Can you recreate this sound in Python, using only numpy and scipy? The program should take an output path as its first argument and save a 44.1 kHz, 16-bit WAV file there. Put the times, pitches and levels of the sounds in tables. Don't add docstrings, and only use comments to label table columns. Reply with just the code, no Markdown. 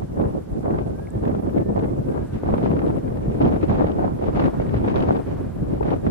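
import sys
import numpy as np
from scipy import signal
from scipy.fft import rfft, irfft, next_fast_len
from scipy.io import wavfile
from scipy.ndimage import uniform_filter1d, map_coordinates

SR = 44100
rng = np.random.default_rng(int(sys.argv[2]) if len(sys.argv) > 2 else 0)


def wav_out(sig):
    wavfile.write(sys.argv[1], SR, np.round(np.clip(np.atleast_2d(sig).T, -1, 1) * 32767).astype(np.int16))


N = 269186


def amp(db):
    return 10 ** (np.asarray(db) / 20)


def unit(x):
    return x / np.sqrt(np.mean(x ** 2) + 1e-20)


def along(points, hz):
    f, v = np.transpose(points)
    return np.interp(np.log(hz + 1), np.log(f + 1), v)


def curves(rows):
    s, *cols = np.transpose(rows)
    return [np.interp(np.arange(N) / SR, s, c) for c in cols]


def wobble(rate):
    at = [np.arange(N) * rate / SR]
    return np.array([map_coordinates(knots, at) for knots in rng.standard_normal((2, N // 50))])


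def filtered(x, response):
    edge = 4096
    size = next_fast_len(N + 16384)
    x = np.pad(x, [(0, 0)] * (x.ndim - 1) + [(edge, edge)], "reflect")
    spectrum = rfft(x, size) * response(np.fft.rfftfreq(size, 1 / SR))
    return irfft(spectrum, size)[..., edge:edge + N]


def causal(spectrum):
    def response(hz):
        cepstrum = irfft(np.log(amp(along(spectrum, hz)) + 1e-6))
        half = len(cepstrum) // 2
        cepstrum[1:half] *= 2
        cepstrum[half + 1:] = 0
        return np.exp(rfft(cepstrum))
    return response


def turbulence(spectrum, lumps_db, level_db):
    colour = lambda hz: amp(along(spectrum, hz))
    lumpy = amp(lumps_db) * rng.standard_normal((2, N))
    colour_rms = np.sqrt(np.mean(colour(np.fft.rfftfreq(N, 1 / SR)) ** 2))
    return filtered(amp(level_db) * lumpy, colour) / (np.std(lumpy) * colour_rms)


def puffs(times, levels_db, pans_db, rise):
    out, t = np.zeros((2, N + SR)), np.arange(1200) / SR
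    shape = t / rise * np.exp(1 - t / rise)
    noise = rng.standard_normal((len(times), 2, len(t))) * shape
    for s, db, pan_db, puff in zip(times, levels_db, pans_db, noise):
        start = round(s * SR)
        out[:, start:start + len(t)] += amp(db + pan_db * np.array([[.7], [-.7]])) * puff
    return out[:, :N]


SMALL_SPREAD_DB, SMALL_PAN_DB = 3.5, 11.5


def small_eddies(level_db, count):
    at, size, side = rng.random((round(count * N / SR), 3)).T
    index = (at * (N - 1)).astype(int)
    levels_db = level_db[index] - SMALL_SPREAD_DB * np.log(size)
    return at * (N - 1) / SR, levels_db, SMALL_PAN_DB * (2 * side - 1)


# start in seconds, time held in seconds, flutter setting in dB,
# fizz over flutter in dB, sizzle over flutter in dB, lean setting in dB (plus is left).
GUSTS = [(0.174, 0.098, -25.5, -13.5, -44, -1), (0.353, 0.013, -25.5, -20, -45, 1),
         (0.555, 0.018, -25, -21, -54, 0), (0.651, 0.1, -25.5, -9.5, -45, -1),
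         (0.777, 0.042, -31, -12, -36, 2.5), (0.855, 0.053, -32, -15, -42, 2),
         (1.152, 0.032, -32.5, -29, -45, 0.5), (1.237, 0.069, -24, -14.5, -45, -2),
         (1.36, 0.045, -28, -17, -42, -2.5), (1.436, 0.052, -28.5, -16, -51, 0),
         (1.455, 0.049, -40, -18, -41, -1.0), (1.563, 0.087, -22, -20.5, -42, 1.5),
         (1.656, 0.05, -20, -26, -55, -0.5), (1.779, 0.063, -24, -13.5, -40, 0.5),
         (1.844, 0.085, -31, -31, -53, -3.5), (1.92, 0.034, -41, -27, -46, -7),
         (1.976, 0.049, -29.5, -34, -49, 1), (2.071, 0.016, -23.5, -31, -48, -1),
         (2.146, 0.024, -27.5, -7, -37, 3), (2.194, 0.051, -32, -24, -41, -2),
         (2.24, 0.022, -32, -20, -41, 1), (2.335, 0.041, -35, -11, -24, 1),
         (2.461, 0.089, -25.5, -10, -35, 0.5), (2.555, 0.026, -24.5, -15, -37, -3),
         (2.632, 0.044, -24.5, -13.5, -32, 1.5), (2.705, 0.079, -24.5, -16, -38, 2),
         (2.842, 0.065, -24, -15, -42, 1.5), (2.946, 0.079, -24, -19, -42, 1.5),
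         (3.03, 0.047, -30.5, -33, -46, -3), (3.117, 0.033, -44, -33, -44, -3),
         (3.16, 0.019, -31, -16, -37, -6), (3.22, 0.043, -31.5, -14, -33, -8),
         (3.31, 0.041, -26, -22, -35.5, 2), (3.411, 0.062, -21, -13.5, -36, 0),
         (3.517, 0.051, -23, -10, -32.5, 1), (3.608, 0.048, -23, -15, -32, 0),
         (3.678, 0.082, -23.5, -9.5, -31, -0.5), (3.789, 0.11, -25, -6.5, -33, -1),
         (3.9, 0.044, -35, -15, -35, 7), (3.947, 0.034, -45, -14, -35, -3),
         (3.982, 0.1, -26.5, -7.5, -36, 0), (4.22, 0.076, -26.5, -9, -32, -0.5),
         (4.361, 0.11, -23.5, -8, -28.5, -0.5), (4.48, 0.068, -24, -8.5, -36, 2),
         (4.592, 0.045, -33, -15, -32, 6), (4.732, 0.052, -30, -12, -27.5, 1),
         (4.835, 0.055, -26, -11.5, -34, 0.5), (4.881, 0.028, -25, -6, -27, 1),
         (4.952, 0.088, -23.5, -8, -29, 0), (5.08, 0.14, -23, -9, -32.5, 2.5),
         (5.264, 0.033, -24.5, -24, -33, -0.5), (5.718, 0.059, -33, -18, -35, 1),
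         (5.753, 0.027, -39, -19, -27, 0.5), (5.858, 0.093, -26, -8.5, -31, 2),
         (6.044, 0.053, -25, -27, -40, 0.5)]
RISE_DB_PER_S, FALL_DB_PER_S = 411, 343
GUST_RUMBLE_DB = -7.5
# time in seconds, flutter setting in dB before the trim.
BREEZE = [(0.0, -36), (1.75, -33), (2.43, -34.5), (2.65, -31), (3.18, -31), (3.65, -30), (4.13, -33),
          (5.08, -30.5), (5.37, -32), (6.1, -30)]
BREEZE_FIZZ_DB, BREEZE_SIZZLE_DB, BREEZE_RUMBLE_DB = -15, -37.5, 3.5
# middle in seconds, rumble setting in dB before the trim.
THUDS = [(0.035, -21), (.27, -24), (.53, -22.5), (.8, -27.5), (1.27, -25), (1.6, -25), (2.0, -23),
         (2.34, -24.5), (2.362, -23), (2.445, -24), (2.529, -16.5), (2.72, -23), (3.289, -19), (3.46, -26),
         (3.7, -16), (3.859, -18), (4.3, -20.5), (4.45, -19), (4.59, -25), (4.76, -20), (5.0, -22),
         (5.35, -33), (5.47, -28), (5.617, -17), (5.83, -22.5), (6.07, -36)]
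THUD_S = 0.013
# middle in seconds, half width in seconds,
# depth in dB for flutter, scaled for the other layers (below zero lifts the level slightly).
LULLS = [(0.076, 0.024, 8.5), (.44, 0.045, 5), (.5, 0.019, 1.5), (.965, 0.018, 3.5), (1.102, 0.011, 11),
         (1.415, 0.012, 8), (1.655, 0.029, 14.5), (2.04, 0.023, 6), (2.275, 0.023, 11.5),
         (2.315, 0.019, 2.5), (2.4, 0.011, 4.5), (3.014, 0.027, 10), (3.599, 0.035, 5.5), (3.667, 0.019, 8),
         (4.17, 0.031, 1.5), (4.518, 0.017, 10.5), (4.555, 0.019, 7), (5.239, 0.049, 12.5),
         (5.42, 0.02, -0.5), (5.53, 0.075, 7.5), (5.68, 0.032, 1), (5.79, 0.022, 3), (6.01, 0.04, 6)]


def gusts():
    t = np.arange(0, N, 32) / SR
    bell = lambda s, width: np.exp(-((t - s) / width) ** 2)
    s, length, db, fizz_db, sizzle_db, pan_db = np.transpose(GUSTS)[..., None]
    before = np.clip(s - t, 0, None)
    after = np.clip(t - s - length, 0, None)
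    power = amp(2 * (db - RISE_DB_PER_S * before - FALL_DB_PER_S * after))
    calm = amp(2 * np.interp(t, *np.transpose(BREEZE)))
    layer = lambda over_db, calm_db: (power * amp(2 * over_db)).sum(0) + calm * amp(2 * calm_db)
    flutter = layer(0, 0)
    thuds = sum(amp(2 * thud_db) * bell(middle, THUD_S) for middle, thud_db in THUDS)
    levels_db = 10 * np.log10([flutter,
                               layer(fizz_db, BREEZE_FIZZ_DB),
                               layer(sizzle_db, BREEZE_SIZZLE_DB),
                               layer(GUST_RUMBLE_DB, BREEZE_RUMBLE_DB) + thuds])
    hush_db = sum(depth_db * bell(middle, width) for middle, width, depth_db in LULLS)
    hush_db = hush_db * np.array([[1], [1.2], [1.1], [.7]])
    lean_db = (power * pan_db).sum(0) / flutter
    return curves(np.transpose([t, *(levels_db - hush_db), lean_db]))


# frequency in Hz, relative level in dB.
RUMBLE = [(12, -18), (22, -10), (45, 3.5), (90, 7), (150, 4.5), (250, -4.5), (500, -24.5), (1000, -120)]
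FLUTTER = [(30, -99), (60, -9), (120, -5.5), (200, 0), (330, -2), (550, -10), (900, -29), (1600, -47),
           (3000, -120)]
FIZZ = [(200, -36), (400, -7.5), (700, 2.5), (1100, -8.5), (1800, -21.5), (3000, -47), (5000, -77),
        (7000, -120)]
SIZZLE = [(700, -35), (1500, -2.5), (2300, 0), (3500, -9), (5000, -16), (7000, -25), (9500, -78)]


def wind(air):
    flutter_db, fizz_db, sizzle_db, rumble_db, pan_db = air
    lean_db = pan_db * [[.6], [-.6]]
    slow, quick = wobble(25), wobble(80)
    rumble = turbulence(RUMBLE, 2.0 * slow + 0.74 * quick, rumble_db + 1.5 + lean_db)
    rumble[0] += 0.15 * np.roll(rumble[1], 60)
    flutter_lumps_db = 1.23 * slow + 2.0 * quick + 2.43 * wobble(250)
    flutter = turbulence(FLUTTER, flutter_lumps_db, flutter_db + 1.5 + lean_db)
    fizz_lumps_db = 2.03 * slow + 2.0 * quick + 4.8 * wobble(400)
    fizz = turbulence(FIZZ, fizz_lumps_db, fizz_db + 0.5 + lean_db)
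    sizzle_lumps_db = 1.5 * slow + 2.5 * quick + 2.5 * wobble(500)
    sizzle = turbulence(SIZZLE, sizzle_lumps_db, sizzle_db + 4 + lean_db)
    return rumble + flutter + fizz + sizzle


# frequency in Hz, relative level in dB.
GRASS = [(200, -18), (500, 1), (1000, 1), (1600, -4.5), (2500, -16), (4000, -22.5), (7000, -32.5)]
# time in seconds, level setting in dB before two noises are summed.
FIELD = [(0.0, -58.5), (1.0, -61), (1.9, -60), (2.35, -54.5), (3.2, -58), (4.5, -53.5), (6.1, -54)]


def grass():
    swell_db = 2.2 * wobble(3.7)
    return turbulence(GRASS, swell_db, curves(FIELD)[0]).sum(axis=0)


# frequency in Hz, relative level in dB.
HISS = [(500, -10), (1500, 0), (4000, -1), (6800, -2), (8300, 0), (10000, -2.5), (11800, -2), (13000, -7),
        (14200, -15)]


def hiss():
    z = signal.stft(turbulence(HISS, 0, -64.0), nperseg=512)[2]
    patches = uniform_filter1d(rng.standard_normal(z.shape[1:]), size=40, axis=0)
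    patches = unit(uniform_filter1d(patches, size=6, axis=1))
    depth_db = np.linspace(0, 4, len(patches))[:, None]
    return signal.istft(z * amp(depth_db * patches), nperseg=512)[1][:, :N]


# start in seconds, level setting in dB,
# bright part over that in dB, lean setting in dB (plus is left). slaps() adds fixed trims.
SLAPS = [(0.019, -23, -27, -1.5), (0.198, -21, -27, 6), (0.659, -23, -31, -6), (0.704, -18, -26, -6),
         (0.787, -19.5, -25, 6), (0.995, -31.5, -42, -19), (1.173, -32, -29, -6), (1.236, -24, -31, 2),
         (1.276, -19.5, -24, 5.5), (1.348, -24.5, -27, 11.5), (1.427, -30, -34, -1), (1.573, -27, -18, 0),
         (1.777, -12.5, -42, 4.5), (1.834, -23, -19, -2), (2.433, -18, -26, -1), (2.487, -25, -35, -12),
         (2.537, -12.5, -29, 2), (2.58, -15.5, -27, 6), (2.619, -26, -27, 8), (2.658, -15, -24, -1.5),
         (2.704, -26, -20, 5), (2.816, -20.5, -26, -5), (2.901, -20, -24, -2), (3.076, -29, -18, 2),
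         (3.407, -32, -17, 1), (3.461, -16, -25, 9.5), (3.562, -17, -36, -1), (3.626, -29.5, -6.5, 6),
         (3.694, -17, -18.5, 4), (3.739, -24, -33, -10), (3.788, -24, -30, -1), (3.816, -19.5, -30, -1),
         (3.842, -13, -33, -4), (4.044, -24, -28, -6), (4.222, -24, -32, 2), (4.283, -13, -45, 2.5),
         (4.351, -27, -19, 6), (4.418, -14, -21, 2.5), (4.452, -17.5, -16, 4), (4.598, -15, -25, 2),
         (4.618, -25, -24, 6), (4.74, -16, -24, -1), (4.844, -18, -29, 2.5), (4.876, -21, -22, -7),
         (4.963, -17.5, -19, 4), (5.034, -14, -34, 3), (5.106, -11, -29, -2), (5.826, -17, -27, 0),
         (5.883, -24, -17, -3), (6.064, -14.5, -21.5, 3)]
# frequency in Hz, level in dB.
CRACKLE = [(500, -24.5), (1200, 10.5), (2200, 2), (4000, -13.5), (6000, -30.5), (8000, -39), (9500, -108)]
SMALL_PER_S, SMALL_SLAP_DB = 24, -6.5


def slaps(air):
    s, db, bright_db, pan_db = np.transpose(SLAPS)
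    at, small_db, side_db = small_eddies(air[0] + SMALL_SLAP_DB, count=SMALL_PER_S)
    dull = puffs(s, db + 16.5, pan_db, rise=0.0012) + puffs(at, small_db + 4.0, side_db, rise=0.003)
    dull = filtered(dull, causal([(hz * 1.49, v) for hz, v in FLUTTER]))
    bright = puffs(s, db + bright_db + 1.5, pan_db, rise=0.0041)
    return dull + filtered(bright, causal(CRACKLE))


# start in seconds, lower part's setting in dB,
# higher part's setting in dB, lean setting in dB (plus is left). crackles() adds fixed trims.
CRACKLES = [(0.2055, -40, -57, -0.5), (0.214, -34, -60, -5), (0.7423, -35, -64, -4), (0.7837, -32, -63, -2),
            (1.2356, -42, -54, 2), (1.2518, -29, -58, 1), (1.2786, -45, -48, 3), (1.2934, -41, -63, -1.0),
            (1.314, -35.5, -63, 3), (1.3479, -38, -53, 6), (1.3583, -42, -64, -1.0),
            (1.3944, -54, -74, 0.0), (1.432, -48, -67, -6), (1.4631, -46, -63, 0.5), (1.493, -39, -70, 8),
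            (1.5459, -51, -63, 0.5), (1.5633, -41, -55, 4), (1.581, -33, -55, 2), (1.6087, -40, -66, 3.0),
            (1.761, -36, -57, -0.5), (1.7904, -30, -47, 1.0), (1.8074, -40, -59, 2), (1.8435, -33, -62, -3),
            (2.0872, -35, -71, 6), (2.5043, -41, -47, -0.5), (2.54, -39, -44, -3), (2.577, -34, -48, -1),
            (2.6305, -39, -57, 3), (2.642, -37, -51, 5), (2.7118, -31, -58, 4), (2.734, -42, -62, 2.0),
            (2.7654, -33, -62, 6), (2.7905, -27.5, -57, 6), (2.8176, -35, -67, 6), (2.862, -31, -51, 4),
            (2.8784, -46, -46, 1.0), (2.905, -41, -60, -4), (2.9817, -35, -58, 1), (3.076, -43, -63, 5),
            (3.17, -37, -63, 7), (3.2251, -45, -63, 1.5), (3.252, -45, -58, 1.0), (3.3179, -39, -57, 5),
            (3.414, -38, -42, 4), (3.421, -33, -41.5, 6), (3.4506, -37, -39, 3), (3.462, -38, -48, -4),
            (3.5239, -37, -53, -0.5), (3.5394, -37, -55, 5), (3.6117, -34, -58, 0),
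            (3.6821, -41, -52, -1.0), (3.705, -35, -50, 3), (3.7264, -41, -48, 2), (3.7474, -39, -55, -1.0),
            (3.7878, -38, -57, -1.5), (3.8214, -40, -52, -0.5), (3.8507, -37, -53, 7),
            (3.8676, -31, -45, 2.0), (3.8814, -37, -54, 7), (3.9161, -40, -47, 7), (4.0478, -36, -56, -3),
            (4.3687, -32, -52, 2.5), (4.396, -24, -42, 9), (4.4399, -22, -47, 1.5), (4.6636, -33, -59, 2),
            (4.6916, -29.5, -54, 1.0), (4.764, -33, -52, 3), (4.881, -24, -46, 4), (4.897, -34, -44, 0.0),
            (4.9076, -39, -57, 3), (4.9567, -36, -35.5, 6), (4.964, -39, -42, 1), (4.9844, -47, -48, 1.0),
            (5.0031, -40, -40.5, 6), (5.023, -29.5, -42, 9), (5.037, -38, -56, 2.0),
            (5.0844, -44, -54, 1.0), (5.1054, -37, -45, 1.5), (5.1244, -38, -51, 3), (5.1642, -36, -43, 3),
            (5.83, -31, -54, 7), (5.8651, -43, -50, 7), (5.9042, -28, -42, 3)]
# frequency in Hz, level in dB.
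SPIT = [(1200, -40), (2200, -4.5), (3200, -0.5), (4500, -11), (6500, -26), (9500, -73)]
SMALL_CRACKLES_PER_S, SMALL_CRACKLE_DB = 80, -1


def crackles(air):
    s, db, high_db, pan_db = np.transpose(CRACKLES)
    small = puffs(*small_eddies(air[2] + SMALL_CRACKLE_DB, count=SMALL_CRACKLES_PER_S), rise=0.0012)
    low = filtered(puffs(s, db - 6, pan_db, rise=0.0018) + small, causal(CRACKLE))
    high = filtered(puffs(s, high_db + 6.5, pan_db, rise=0.002), causal(SPIT))
    return low + high


# time in seconds, middle pitch in Hz, middle rms level in dB.
WHINE = [
    [(.78, 1545, -61), (.89, 1535, -63), (.93, 1480, -67), (.96, 1555, -60), (1.04, 1640, -60),
     (1.1, 1665, -62), (1.14, 1810, -60), (1.175, 1640, -63)],
    [(1.54, 1760, -67), (1.58, 1745, -63), (1.69, 1810, -63), (1.74, 1760, -65)],
    [(1.82, 2060, -66), (1.91, 2110, -66)],
    [(2.02, 1480, -63), (2.1, 1580, -61), (2.2, 1620, -62), (2.26, 1675, -63), (2.305, 1590, -60),
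     (2.345, 1475, -66), (2.38, 1465, -70), (2.43, 1465, -65)],
    [(3.2, 1800, -65), (3.3, 1830, -65)],
]


def whine():
    out, t = np.zeros(N), np.arange(N) / SR
    tremble, flicker = wobble(40)
    for glide in WHINE:
        hz, db = curves(glide)
        fade = np.clip(np.minimum(t - glide[0][0], glide[-1][0] - t) / 0.012, 0, 1)
        loudness = fade * np.sqrt(2) * amp(db + 1.8 * flicker)
        out += loudness * np.sin(2 * np.pi * np.cumsum(hz + 12 * tremble) / SR)
    return out


# start in seconds, pitch in Hz, level setting in dB before
# the soft onset and the lean, time to die by 60 dB in seconds.
TICKS = [(1.071, 2170, -36, 0.012), (1.1048, 8160, -25, 0.0023)]


def ticks():
    out, t = np.zeros(N), np.arange(1500) / SR
    for s, hz, db, t60 in TICKS:
        onset = 1 - np.exp(-t / 0.00065)
        tick = amp(db - 60 * t / t60) * np.sin(2 * np.pi * hz * t) * onset
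        out[round(s * SR):][:len(t)] += tick
    return out


def scene():
    air = gusts()
    leaning_ticks = ticks() * amp([[1.5], [-1.5]])
    return wind(air) + grass() + slaps(air) + crackles(air) + whine() + leaning_ticks


# frequency in Hz, gain of the left-right difference in dB.
WIDEN = [(60, -10), (130, -2.5), (280, 3), (610, 7), (1330, 7), (2890, 4), (5000, 3), (8000, 3),
         (13600, 5.5)]
TOP_HZ = 14250


def record(dry):
    rounded = dry / (1 + np.abs(dry / 0.48) ** 3) ** (1 / 3)
    x = rounded + hiss()
    mid = (x[0] + x[1]) / np.sqrt(2)
    side = filtered((x[0] - x[1]) / np.sqrt(2), lambda hz: amp(along(WIDEN, hz)))
    stereo = np.array([mid + side, mid - side]) / np.sqrt(2)
    return filtered(stereo, lambda hz: hz < TOP_HZ)


dry = scene()
out = record(dry)
wav_out(out)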